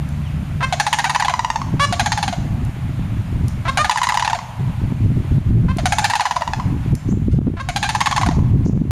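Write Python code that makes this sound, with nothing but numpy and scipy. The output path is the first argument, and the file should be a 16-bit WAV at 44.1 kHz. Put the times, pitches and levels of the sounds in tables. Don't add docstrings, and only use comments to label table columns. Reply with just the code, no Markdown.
import sys
import numpy as np
from scipy import signal
from scipy.io import wavfile
from scipy.ndimage import uniform_filter1d

SR = 44100
rng = np.random.default_rng(int(sys.argv[2]) if len(sys.argv) > 2 else 0)


def invert_db(level):
    return 10 ** (np.asarray(level, dtype=float) / 20)


def wav_out(sig):
    wavfile.write(sys.argv[1], SR, np.round(np.clip(np.atleast_2d(sig).T, -1, 1) * 32767).astype(np.int16))


N = 392914

# frequency in Hz, overtone level in dB.
NOTE_THROAT = [(240, -36.5), (400, -4), (558, 0), (1120, 7), (2920, -8), (3890, -9.5), (4810, -15),
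               (6040, -19.5), (9520, -24.5), (12500, -43), (15000, -45)]


def evened(x):
    return x / np.sqrt(np.mean(x ** 2) + 1e-20)


def read(points, hz):
    f, value = np.transpose(points)
    return np.interp(np.log(hz + 1), np.log(f + 1), value)


def add(mix, s, sound):
    part = mix[round(s * SR):][:len(sound)]
    part += sound[:len(part)]


def smoothed_twice(x, size):
    return uniform_filter1d(uniform_filter1d(x, size=size), size=size)


def voice(hz, rough, throat, lag, dull_db=0):
    jitter = 1 + 0.75 * rough * smoothed_twice(rng.standard_normal(len(hz)), 30)
    turns = np.cumsum(hz * jitter) / SR
    k = np.arange(1, 15000 // hz.max())[:, None]
    uneven_db = 1.6 * rng.standard_normal(k.shape)
    heights = invert_db(read(throat, k * hz) - dull_db * np.log2(k) + uneven_db)
    delay = lag * np.log(k) * (1 + .5 * rng.standard_normal(k.shape))
    phase = 2 * np.pi * k * turns
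    buzz = -(heights * np.cos(phase - delay)).sum(axis=0)
    smear = smoothed_twice(rng.standard_normal((len(k), len(hz))), 26)
    puff = (heights * np.where(k == 1, -.075, smear) * np.cos(phase)).sum(axis=0)
    return evened((1 - rough) * evened(buzz) + rough * evened(puff))


def bursts(rolls, breath, pace, arch):
    settle, last_ms, slowing = pace
    top, start_lower, end_lower, lateness = arch
    rows = []
    for (start, count, gap_ms, first_ms), (db, first_db, fall_db, hz) in zip(rolls, breath):
        k = np.arange(count)
        gaps = gap_ms + first_ms * np.exp(-k[:-1] / settle) + last_ms * np.exp(-k[-2::-1] / slowing)
        times = start + np.append(0, np.cumsum(gaps)) / 1000
        u = k / k[-1]
        rising = start_lower * (1 - u / top) ** 2
        falling = end_lower * ((u - top) / (1 - top)) ** 2
        lower = np.where(u < top, rising, falling)
        chance_db, chance_pitch = rng.standard_normal((count, 2)).T
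        levels_db = db - first_db * (k == 0) - fall_db * u ** lateness + 1.16 * chance_db
        rows += zip(times, levels_db, hz * (1 - lower + 0.0207 * chance_pitch))
    return rows


def rattle(rows, mean_ms, throat, sag, fade_db, rough, flutter_db, dull_db):
    out = np.zeros(N)
    for s, db, hz in rows:
        length = round(mean_ms * rng.uniform(.85, 1.15) * SR / 1000)
        ms = np.arange(length) * 1000 / SR
        u = ms / ms[-1]
        stroke = ms / rng.uniform(6.47, 8.8)
        pitch = hz * (1.01 - sag * uniform_filter1d(np.floor(stroke), size=90) - 0.046 * (stroke % 1))
        edges = np.minimum(ms / 0.72, 1) * np.minimum((1 - u) / 0.51, 1)
        shape = edges * invert_db(-fade_db * u - flutter_db * (stroke % 1) ** 2)
        dull = dull_db * u + .18 * (-12 - db)
        add(out, s, invert_db(db) * shape * voice(pitch, rough * (.5 + u), throat, .7, dull))
    return out


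def notes():
    # start in seconds, creak in seconds, hold in seconds,
    # nominal level in dB, pitch in Hz that the scoop approaches.
    held_notes = [(0.605, 0.024, .029, -16.5, 530), (1.053, 0.0012, 0.032, -18, 770),
                  (1.794, 0.0048, 0.062, -13, 574.5), (3.651, .031, .026, -17, 536.6),
                  (3.78, 0.0073, 0.04, -15, 611), (5.681, 0.0049, 0.041, -21.5, 522),
                  (6.017, 0.0045, 0.034, -22.5, 802), (7.567, .033, .024, -17.5, 541.5),
                  (7.84, 0.0066, 0.03, -16.5, 802)]
    creak_pitch, creak_db = .67, -3.5
    creak_rough, clear_rough = .35, .11
    break_s, release_s, onset_s = .004, 0.0094, 0.0015
    scoop, scoop_share = .07, .15
    swell_db, release_db = -1.5, -15.5
    out = np.zeros(N)
    for s, creak, hold, top_db, top_hz in held_notes:
        t = np.arange(-creak, hold, 1 / SR)
        creaky = np.clip(-t / break_s, 0, 1)
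        glide = 1 - scoop * np.exp(-np.maximum(t, 0) / (scoop_share * hold))
        hz = top_hz * glide * creak_pitch ** creaky
        db = top_db + creak_db * creaky + swell_db * np.clip(1 - t / hold, 0, 1) ** 2
        db = db + release_db * np.clip(1 - (hold - t) / release_s, 0, 1)
        rough = clear_rough + (creak_rough - clear_rough) * creaky
        dull = 0.45 * (-16.5 - db)
        edges = np.minimum((t + creak) / onset_s, (hold - t) / onset_s).clip(0, 1)
        add(out, s, invert_db(db) * voice(hz, rough, NOTE_THROAT, 1.0, dull) * edges)
    return out


def windpipe(x, ms, back_db):
    loop = np.zeros(round(ms * SR / 1000) + 2)
    loop[0] = 1
    loop[-2:] = invert_db(back_db) / 2
    return signal.lfilter([1], loop, x)


def bright_bird_and_notes():
    # start in seconds, number of bursts, settled gap in ms, extra first gap in ms.
    rolls = [(.7246, 11, 47.13, 26.7), (1.9245, 8, 44.72, 26.04), (3.7727, 11, 48.91, 23.09),
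             (5.7841, 12, 48.97, 22.83), (7.687, 12, 47.85, 25.63)]
    # nominal level in dB, first burst softer by dB, fall by the end in dB,
    # nominal top pitch in Hz.
    breath = [(-8.5, 0.4, 5, 960), (-9.5, 0.7, 5.5, 905), (-9, 0.5, 7.5, 935), (-8.5, 5.5, 11, 900),
              (-7, -0.9, 10, 915)]
    # frequency in Hz, overtone level in dB.
    throat = [(350, -37), (600, 2.5), (1360, -11), (1740, -6.5), (2860, -15), (4230, -13.5), (5610, -25.5),
              (6600, -15.5), (7860, -26.5), (9880, -24.5), (12600, -40.5), (15000, -49)]
    rows = bursts(rolls, breath, pace=(3.5, -.97, 1.4), arch=(0.455, .17, .21, 2.1))
    rolling = rattle(rows, 28, throat, sag=.065, fade_db=11, rough=.48, flutter_db=3.7, dull_db=3.6)
    return windpipe(rolling + notes(), 7.8, -11.5)


def mellow_bird():
    # start in seconds, number of bursts, settled gap in ms, extra first gap in ms.
    rolls = [(1.1594, 8, 47.26, 15.56), (3.8953, 9, 45.29, 17.01), (6.1348, 8, 49.01, 11.16),
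             (7.9483, 7, 44.5, 18)]
    # nominal level in dB, first burst softer by dB, fall by the end in dB,
    # nominal top pitch in Hz.
    breath = [(-9.5, -2, 1.1, 1000), (-7.5, -7, 2.5, 1017), (-10, .6, 1.5, 1010), (-7.5, 3.8, 4.7, 1100)]
    # start in seconds, nominal level in dB, nominal pitch in Hz.
    single = [(1.1013, -11, 983), (1.616, -16.5, 1064), (4.388, -20, 1050), (6.5977, -17.5, 1044),
              (8.39, -24, 1010)]
    # frequency in Hz, overtone level in dB.
    throat = [(600, -3), (1000, 4.5), (1900, -6.5), (4000, -13), (6500, -15.5), (8500, -24), (15000, -54)]
    rows = bursts(rolls, breath, pace=(2.23, 8.34, 3.), arch=(0.34, 0.044, 0.13, 2.7)) + single
    rolling = rattle(rows, 9.5, throat, sag=.02, fade_db=2.8, rough=.2, flutter_db=1.9, dull_db=6)
    return windpipe(rolling, 9.5, -12.5)


def cranes():
    bill = signal.butter(4, 560, "high", fs=SR, output="sos")
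    return signal.sosfiltfilt(bill, bright_bird_and_notes() + mellow_bird())


def chirps():
    # start in seconds, length in seconds, peak level in dB, start pitch in Hz,
    # end pitch in Hz, rms blur of the pitch in Hz.
    glides = [(0.226, .078, -45, 3750, 2400, 40), (7.075, 0.068, -39.5, 6000, 7500, 500),
              (8.648, 0.041, -33, 5900, 6300, 880)]
    out = np.zeros(N)
    for s, length, db, start_hz, end_hz, blur_hz in glides:
        u = np.linspace(0, 1, round(length * SR))
        blur = evened(uniform_filter1d(rng.standard_normal(len(u)), size=30))
        hz = start_hz + (end_hz - start_hz) * u + blur_hz * blur
        swell = np.sqrt(np.sin(np.pi * u ** 1.5))
        add(out, s, invert_db(db) * swell * np.sin(2 * np.pi * np.cumsum(hz) / SR))
    return out


def thin_call():
    # start in seconds, length in seconds, level in dB, pitch in Hz, dullness in dB per octave.
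    s, length, db, hz, dull_db = (7.312, .03, -39, 710, -5.5)
    out = np.zeros(N)
    held = np.ones(round(length * SR))
    edges = signal.windows.tukey(len(held), .3)
    add(out, s, invert_db(db) * edges * voice(hz * held, .25 * held, NOTE_THROAT, .86, dull_db))
    return out


def ticks():
    # start in seconds, peak level in dB.
    snaps = [(0.089, -29), (2.65, -28.5), (3.482, -19.5), (5.7708, -20), (6.9522, -14)]
    out = np.zeros(N)
    for s, db in snaps:
        noise = np.diff(uniform_filter1d(rng.standard_normal(301), size=3))
        snap = noise * invert_db(-60 * np.arange(300) / SR / 0.015)
        add(out, s, invert_db(db) * snap / abs(snap).max())
    return out


def shore(x, near_db, near_t60, far_db, far_t60):
    # echo delay in seconds, level in dB.
    echoes = [(.104, -32.5)]
    hz, t, z = signal.stft(rng.standard_normal(SR), SR, nperseg=256)
    hz = hz[:, None]
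    near = invert_db(near_db - 60 * t / near_t60) * (0.21 + 0.94 / (1 + ((hz - 6500) / 1600) ** 2))
    far = invert_db(far_db - 60 * t / far_t60) / (1 + (hz / 1300) ** 3)
    onset = np.minimum(t / 0.0097, 1)
    tail = signal.istft(z * (near + far) * onset, SR, nperseg=256)[1]
    smear = signal.windows.hann(400) * uniform_filter1d(rng.standard_normal(400), size=24)
    for delay, db in echoes:
        add(tail, delay, invert_db(db) * smear / np.linalg.norm(smear))
    return signal.oaconvolve(x, tail)[:N]


def shaped_noise(points, patchy_db, size):
    frames, hz = 4 * N // size + 5, np.fft.rfftfreq(size, 1 / SR)
    a, b, patches = rng.standard_normal((frames, len(hz), 3)).T
    patches = uniform_filter1d(patches, size=12, axis=0)
    patches = evened(uniform_filter1d(patches, size=8, axis=1))
    z = (a + 1j * b) * invert_db(read(points, hz)[:, None] + patchy_db * patches)
    return evened(signal.istft(z, nperseg=size, noverlap=size * 3 // 4)[1][:N])


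def wind():
    # time in seconds, nominal level in dB.
    gust_levels = [(0, -23), (.71, -23), (.9, -35.5), (1.52, -27), (1.68, -16.5), (2.07, -22.5),
                   (2.412, -16.5), (3.53, -16), (3.74, -21), (3.92, -31), (4.52, -29), (4.67, -16),
                   (5.55, -6), (5.78, -13), (6.27, -39), (6.48, -29), (6.74, -10.5), (7.48, -6.5),
                   (7.6, -16), (8.15, -23), (8.36, -7), (8.91, -9.5)]
    # centre in seconds, depth in dB, half width in seconds.
    lulls = [(2.35, 8.5, 0.032), (2.75, 6, 0.13), (3.27, 6, 0.12), (4.74, 8, 0.08), (4.96, 5, 0.13),
             (5.23, 9.5, 0.18), (5.428, 15.5, 0.062), (6.84, 11, 0.09), (7.01, 19, 0.07)]
    # frequency in Hz, relative density in dB per Hz.
    gust_spectrum = [(12, -43), (20, -14.5), (76, 1), (129, 2), (267, -14.5), (450, -45), (580, -64),
                     (990, -120)]
    now = np.arange(N) / SR
    level_db = np.interp(now, *np.transpose(gust_levels))
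    for at, depth_db, half in lulls:
        level_db = level_db - depth_db * np.maximum(1 - abs(now - at) / half, 0)
    level = invert_db(level_db)
    lumps = evened(smoothed_twice(rng.standard_normal(N), 900))
    eddies = evened(smoothed_twice(rng.standard_normal(N), 300))
    buffet = evened(shaped_noise(gust_spectrum, 1.1, size=2048) * invert_db(2.96 * lumps))
    band = signal.butter(3, [160, 290], "band", fs=SR, output="sos")
    flutter = signal.sosfilt(band, rng.standard_normal(N))
    flutter = evened(flutter * invert_db(15.0 * np.clip(eddies, -2, 2)))
    rounded = 2.8 * np.tanh(buffet / 2.8)
    return level * rounded + invert_db(1.5) * level ** 2 * flutter


def slaps():
    # time in seconds (the peak comes 3 ms later), peak level in dB.
    hits = [(4.92, -3.5), (5.116, -8), (5.38, -2), (7.124, 6), (7.413, 3), (7.467, 6.5), (8.66, 9.5),
            (8.732, 6), (8.773, 6.5)]
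    out = np.zeros(N)
    t = np.arange(-400, 400) / SR
    for s, db in hits:
        slap = np.exp(-abs(t) / 0.0021) * np.cos(2 * np.pi * 170 * t) * rng.choice([-1, 1])
        add(out, s - .006, invert_db(db) * slap)
    return out


def hum():
    # time in seconds, level in dB.
    fade = [(0, -25), (.7, -26), (1.5, -42)]
    # multiple of 73 Hz, mean relative level in dB.
    orders = [(1, -8), (2.0, 0), (3, -12), (4, -21)]
    t = np.arange(N) / SR
    waver = evened(uniform_filter1d(rng.standard_normal((len(orders), N)), size=4000, axis=1))
    tone = np.zeros(N)
    for (k, db), w in zip(orders, waver):
        tone += invert_db(db + 2.5 * w) * np.cos(2 * np.pi * (k * 73 * t + .06 * w))
    return evened(tone) * invert_db(np.interp(t, *np.transpose(fade), right=-120))


def hush():
    # frequency in Hz, relative density in dB per Hz.
    far_spectrum = [(260, -30), (450, -12.5), (633, -1.5), (889, -4.5), (1890, -9.5), (2190, -9),
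                    (2910, -13), (5500, -25), (7070, -23), (14200, -31.5), (15500, -44)]
    return invert_db(-41) * shaped_noise(far_spectrum, .9, size=1024)


def scene():
    near = cranes() + chirps() + thin_call() + ticks()
    echoes = shore(near, near_db=-34.5, near_t60=0.5, far_db=-54.5, far_t60=2.8)
    air = wind() + slaps() + hum() + hush()
    return (near + echoes + air)[None]


def limited(x, sensed, ceiling_db, release_db, share):
    level_db = 20 * np.log10(abs(uniform_filter1d(abs(sensed), size=24)) + 1e-9)
    release = np.arange(N) * release_db / SR
    held_db = np.maximum.accumulate(level_db + release) - release
    over_db = np.maximum(held_db - ceiling_db, 0)
    early = np.append(over_db[20:], np.zeros(20))
    return x / invert_db(share * uniform_filter1d(early, size=30))


def band_limit(x):
    return signal.sosfilt(signal.butter(12, 16330, fs=SR, output="sos"), x)


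def record(dry):
    slow = limited(dry[0], dry[0], ceiling_db=-8.5, release_db=24.0, share=0.6)
    bass = signal.sosfiltfilt(signal.butter(2, 450, fs=SR, output="sos"), slow)
    held = limited(slow, bass, ceiling_db=-7.5, release_db=250., share=1)
    dipped = signal.lfilter(*signal.iirnotch(7900, 22, SR), np.clip(held, -1, 1))
    dulled = signal.sosfilt(signal.cheby1(10, .5, 14700, fs=SR, output="sos"), dipped)
    return band_limit(dulled[None])


dry = scene()
out = record(dry)
wav_out(out)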